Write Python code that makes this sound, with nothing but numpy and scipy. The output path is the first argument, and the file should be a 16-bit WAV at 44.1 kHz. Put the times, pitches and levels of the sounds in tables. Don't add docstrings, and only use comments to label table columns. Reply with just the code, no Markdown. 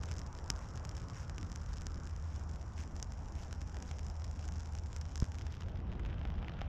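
import sys
import numpy as np
from scipy import signal
from scipy.fft import rfft, irfft
from scipy.io import wavfile
from scipy.ndimage import uniform_filter1d

SR = 44100
rng = np.random.default_rng(int(sys.argv[2]) if len(sys.argv) > 2 else 0)


def generate_wav(sig):
    pcm = np.round(np.clip(np.atleast_2d(sig).T, -1, 1) * 32767).astype(np.int16)
    wavfile.write(sys.argv[1], SR, pcm)


N = 294588
TIME = np.arange(N) / SR

# (time [s], share of a full turn [0-1])
TURN_SHARE = [(0, 0.01), (5.3, 0.04), (5.6, 0.47), (5.85, 0.7), (6.68, 0.82)]
# (frequency [Hz], change [dB])
TURN_COLOUR = [(500, 2), (2000, 4), (3000, 6), (3700, 2.5), (4600, -9.5), (5500, -20.5), (6500, -22.5),
               (7500, -30), (8500, -26), (11000, -23), (12400, -4.5), (14000, -15)]


def gain_of(db):
    return 10 ** (np.asarray(db) / 20)


def unit_level(x):
    return x / np.sqrt(np.mean(x ** 2) + 1e-20)


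def at_hz(rows, hz):
    row_hz, value = np.transpose(rows)
    return np.interp(np.log(hz + 1), np.log(row_hz + 1), value)


def at_time(rows, t):
    return np.interp(t, *np.transpose(rows))


def add(mix, start_s, sound):
    part = mix[max(round(start_s * SR), 0):][:len(sound)]
    part += sound[:len(part)]


def turned(t):
    return at_time(TURN_SHARE, t)[:, None]


def patches(grid, frames, bands):
    return unit_level(uniform_filter1d(uniform_filter1d(grid, frames, axis=0), bands, axis=1))


def noise(colour, patchy_db, size):
    hop = size // 4
    t, hz = np.arange(N // hop + 5) * hop / SR, np.fft.rfftfreq(size, 1 / SR)
    real, imag, grid = rng.standard_normal((3, len(t), len(hz)))
    spectrum = (real + 1j * imag) * gain_of(colour(t, hz) + patchy_db * patches(grid, 10, 8))
    return unit_level(signal.istft(spectrum.T, nperseg=size, noverlap=size - hop)[1][:N])


def steadied(x, size):
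    return x / np.sqrt(uniform_filter1d(x ** 2, size=size) + 1e-9)


def ground_hiss(db=1, turn_db=2.5):
    # (frequency [Hz], relative level [dB])
    colour = [(800, -17.5), (2000, -4), (3000, -5.5), (4300, -10.5), (5000, -5), (5600, 3.5), (6400, -7),
              (7200, -2), (8000, -17.5), (8800, -24.5), (12300, -24.5), (13300, -61)]
    # (time [s], relative level [dB])
    level = [(0, -73.5), (1, -72), (2, -73), (3, -72.5), (4, -71.5), (5.2, -72), (5.8, -75), (6.68, -70)]
    hiss = noise(lambda t, hz: at_hz(colour, hz) + turned(t) * at_hz(TURN_COLOUR, hz), patchy_db=2, size=512)
    level_db = db + at_time(level, TIME) + turn_db * at_time(TURN_SHARE, TIME)
    return steadied(hiss, size=4000) * gain_of(level_db)


def far_wash(db=1.5, hump_db=4, hump_octaves=0.51):
    # (frequency [Hz], relative level [dB])
    colour = [(100, 1.5), (300, -2), (550, 1.5), (900, -0.5), (1500, -4.5), (2100, -14.5), (3000, -25.5),
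              (5000, -69.5), (9000, -85)]
    # (time [s], relative level [dB])
    level = [(0, -57.5), (0.65, -56.5), (1.47, -60), (2.7, -60.5), (3.6, -60), (5.5, -61.5), (6.68, -58)]
    # (time [s], frequency [Hz])
    hump_pitch = [(0, 990), (1, 1200), (2, 1350), (2.6, 910), (3.1, 806), (5, 860), (6.68, 654)]

    def drifting_colour(t, hz):
        octaves = np.log2((hz + 1) / at_time(hump_pitch, t)[:, None])
        return at_hz(colour, hz) + hump_db * np.exp(-(octaves / hump_octaves) ** 2)
    return noise(drifting_colour, patchy_db=1.3, size=1024) * gain_of(db + at_time(level, TIME))


def wind(rumble_db=-46, flutter_db=-50, turn_rumble_db=4, turn_flutter_db=5):
    # (frequency [Hz], relative level [dB])
    rumble_colour = [(10, -7), (25, 2), (40, 9.5), (52, 15), (68, 9.5), (90, 6), (130, -7), (250, -61),
                     (1000, -120)]
    # (frequency [Hz], relative level [dB])
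    flutter_colour = [(50, -8), (95, -1), (125, -5.5), (160, -5), (220, -12.5), (320, -19), (500, -25.5),
                      (1000, -50), (5000, -120)]
    # (time [s], relative level [dB])
    breeze = [(0, 1.5), (.6, 0), (1.3, 1), (2.4, 0), (3.5, 0), (5.4, -1.5), (6, 2), (6.68, 0)]
    rumble = noise(lambda t, hz: at_hz(rumble_colour, hz), patchy_db=3.5, size=8192)
    flutter = noise(lambda t, hz: at_hz(flutter_colour, hz), patchy_db=2, size=2048)
    turn = at_time(TURN_SHARE, TIME)
    rumble = steadied(rumble, size=18000) * gain_of(rumble_db + turn_rumble_db * turn)
    flutter = steadied(flutter, size=8000) * gain_of(flutter_db + turn_flutter_db * turn)
    return (rumble + flutter) * gain_of(at_time(breeze, TIME))


def canopy_drone(db=-1, note_hz=78.2, width_hz=3.5):
    # (time [s], relative level [dB])
    level = [(0, -45), (.7, -50), (1.4, -48.5), (2.1, -42.5), (3.2, -47), (4.4, -41), (5.2, -41.5),
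             (5.5, -45), (6.68, -43.5)]
    ring = noise(lambda t, hz: -20 * np.log10(1 + ((hz - note_hz) / width_hz) ** 2),
                 patchy_db=-0.5, size=16384)
    return steadied(ring, size=6000) * gain_of(db + at_time(level, TIME))


def drops_on_cloth(drops, sharpness, sharp_spread=0.75, tilt_db=3, uneven_db=2.2,
                   ring_db=5, ring_width_hz=550, dull_db=4):
    # (frequency [Hz], relative level [dB])
    tick_colour = [(1500, -39.5), (3000, -11), (4300, -9), (5100, 1), (6400, -0.5), (7300, -1),
                   (8000, -8.5), (8700, -20), (10500, -22.5), (12500, -23), (14000, -35.5), (16000, -61)]
    # (frequency [Hz], relative level [dB])
    pat_colour = [(100, -10.5), (300, -7), (700, 3.5), (1100, 2), (1500, 6.5), (2200, 1), (3000, -2.5),
                  (4200, -12), (6000, -39), (10000, -58.5)]
    # (frequency [Hz], boost per step of sharpness [dB])
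    square_hit = [(8000, 1), (10000, 1.5), (13000, 3.5), (16000, 9)]
    times, tick_db, pat_db, ring_hz = np.transpose(drops)
    size, lead = 512, 96
    hz, age = np.fft.rfftfreq(size, 1 / SR), (np.arange(size) - lead) / SR
    chance = rng.standard_normal((len(times), 2, size))
    ripples = chance * (age > 0)
    octaves = np.log2(np.clip(hz, 700, 9000) / 3000)
    tilt = tilt_db * chance[:, 0, :1] * octaves
    uneven = uneven_db * unit_level(uniform_filter1d(chance[:, 1, :len(hz)], size=22, axis=1))
    treble = (sharpness + sharp_spread * chance[:, 0, 1:2]) * at_hz(square_hit, hz)
    spot_db = tilt + uneven + treble + turned(times) * at_hz(TURN_COLOUR, hz)
    ring = ring_db / (1 + ((hz - ring_hz[:, None]) / ring_width_hz) ** 2)
    dulling = dull_db * turned(times) * octaves

    def hit(colour_db, ripple, peak_db, fade_s):
        click = (age == 0) + ripple * np.exp(-abs(age) / fade_s)
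        wave = irfft(rfft(click) * gain_of(colour_db + spot_db))
        return wave * (gain_of(peak_db) / abs(wave).max(axis=1))[:, None]

    ticks = hit(at_hz(tick_colour, hz) + ring, 0.04 * ripples[:, 0], tick_db, fade_s=0.0016)
    pats = hit(at_hz(pat_colour, hz) - dulling, 0.075 * ripples[:, 1], pat_db, fade_s=0.0022)
    out = np.zeros(N)
    for hit_s, wave in zip(times, (ticks + pats) * signal.windows.tukey(size, 0.2)):
        add(out, hit_s - lead / SR, wave)
    return out


def fine_rain(per_s=180, least_db=-62, spread_db=9, range_db=21,
              pat_db=-6, vary_db=12, turn_tick_db=-11.5, turn_pat_db=6):
    # (time [s], relative level [dB])
    shower = [(0, 4.5), (.7, 3), (1.4, 2), (2, 1.5), (2.7, -2), (3.3, -1.5), (3.7, 3), (4.4, 4), (5.5, 5),
              (5.9, 3), (6.68, 6)]
    when, chance, size, tone, pitch = rng.random((4000, 5)).T
    times = when * N / SR
    reach = 1 - np.exp(-range_db / spread_db)
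    level = least_db - spread_db * np.log(1 - reach * size) + at_time(shower, times)
    turn = at_time(TURN_SHARE, times)
    tick_level = level + turn_tick_db * turn
    pat_level = level + pat_db + turn_pat_db * turn + vary_db * (tone - 0.5)
    ring_hz = 5100 + 1900 * pitch ** 2
    drops = np.transpose([times, tick_level, pat_level, ring_hz])
    lands = chance < per_s * N / SR / len(times)
    return drops_on_cloth(drops[lands], sharpness=-0.8)


def canopy_push(pace_s):
    progress = np.arange(2500) / SR / pace_s
    wave = np.gradient(progress ** 3 * np.exp(-progress))
    return wave / wave.max()


def large_drops(thud_db=-7, thud_s=0.00085, hollow_db=-10, hollow_hz=800, hollow_s=0.0059):
    # (time [s], tick level [dB], pat level [dB], pitch of the tick's ring [Hz])
    drops = [(0.036, -36, -34.5, 5760), (0.1144, -33, -36.5, 5500), (0.121, -36, -40, 5600),
             (0.193, -35, -48, 5900), (0.5025, -15, -24.5, 5540), (0.7755, -37.5, -40.5, 6200),
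             (0.8512, -34, -38.5, 6740), (0.893, -33, -45, 5500), (1.2968, -36.5, -37.5, 5300),
             (1.382, -34.5, -34.5, 6100), (1.4299, -38, -39, 5300), (1.5181, -35, -45, 5700),
             (1.5597, -31.5, -39, 6040), (1.8191, -37.5, -41.5, 5900), (1.8682, -28, -36, 6340),
             (2.9654, -37.5, -47, 6000), (2.9998, -38, -40, 5800), (3.0276, -24, -39, 6100),
             (3.1216, -39, -43, 5400), (3.5284, -33.5, -37.5, 5700), (3.6171, -39, -42, 5600),
             (3.8253, -34, -41, 5900), (3.9131, -38, -35, 5500), (4.5227, -39, -45, 6600),
             (4.7519, -36.5, -41, 6500), (4.964, -33, -40, 5900), (5.0129, -35.5, -47, 5400),
             (5.1575, -29, -37.5, 5700), (5.1772, -35, -40.5, 6600), (5.2016, -29.5, -47, 5500),
             (5.243, -37, -39, 6200), (5.4671, -40.5, -40.5, 5200), (5.6086, -39.5, -57, 6900),
             (6.253, -42.5, -33.5, 5200), (6.4282, -49, -38.5, 4660), (6.6163, -37.5, -30, 5130)]
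    out = drops_on_cloth(drops, sharpness=0.1, sharp_spread=0.3, tilt_db=1.5, uneven_db=1)
    age = np.arange(2500) / SR
    hollow = np.exp(-age / hollow_s) * np.sin(2 * np.pi * hollow_hz * age)
    for hit_s, _, pat_db, _ in drops:
        add(out, hit_s, -gain_of(pat_db + thud_db) * canopy_push(thud_s))
        add(out, hit_s, at_time(TURN_SHARE, hit_s) * gain_of(pat_db + hollow_db) * hollow)
    return out


def footsteps(grains_per_s=3000, spread_db=5, patchy_db=3):
    # (time [s], level [dB], half length [s])
    steps = [(0.083, -59, 0.022), (0.63, -63, 0.03), (1.19, -58.5, 0.04), (1.708, -59.5, 0.016),
             (2.317, -65, 0.07), (2.808, -56, 0.026), (3.416, -60, 0.043), (3.89, -62.5, 0.044),
             (4.454, -69, 0.025), (4.944, -69, 0.035), (5.517, -65, 0.029), (6.1, -64, 0.057),
             (6.638, -69, 0.044)]
    # (frequency [Hz], relative level [dB])
    sand_colour = [(500, -17), (1500, 3.5), (2800, -2), (4300, -9), (5500, 2), (7200, -4.5), (8000, -12),
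                   (8800, -25.5), (12500, -23.5), (13500, -54)]
    clicks = (rng.random(N) < grains_per_s / SR) * rng.standard_normal(N)
    grains = clicks * gain_of(spread_db * rng.standard_normal(N))
    hz, t, spectrum = signal.stft(grains, SR, nperseg=256)
    clumps = patches(rng.standard_normal(spectrum.T.shape), frames=4, bands=6)
    colour = gain_of(at_hz(sand_colour, hz) + turned(t) * at_hz(TURN_COLOUR, hz) + patchy_db * clumps)
    crunch = unit_level(signal.istft(spectrum * colour.T, SR, nperseg=256)[1][:N])
    swells = sum(gain_of(db) * np.exp(-((TIME - step_s) / half_s) ** 2 / 2) for step_s, db, half_s in steps)
    return crunch * swells


def handle_bump(start_s=5.2239, push_db=-18.5, push_s=0.0014, knock_db=-35, knock_hz=1100, knock_s=0.00051):
    age = TIME - start_s + 0.0012
    out = gain_of(knock_db) * np.exp(-(age / knock_s) ** 2) * np.cos(2 * np.pi * knock_hz * age)
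    add(out, start_s, gain_of(push_db) * canopy_push(push_s))
    return out


def scene():
    background = ground_hiss() + far_wash() + wind() + canopy_drone()
    return (background + footsteps() + fine_rain() + large_drops() + handle_bump())[None]


def record(dry, top_hz=16000):
    faded = dry * signal.windows.tukey(N, 300 / N)
    low_pass = signal.firwin(255, top_hz, window=("kaiser", 9), fs=SR)
    return signal.oaconvolve(faded, low_pass[None], "same")


dry = scene()
out = record(dry)
generate_wav(out)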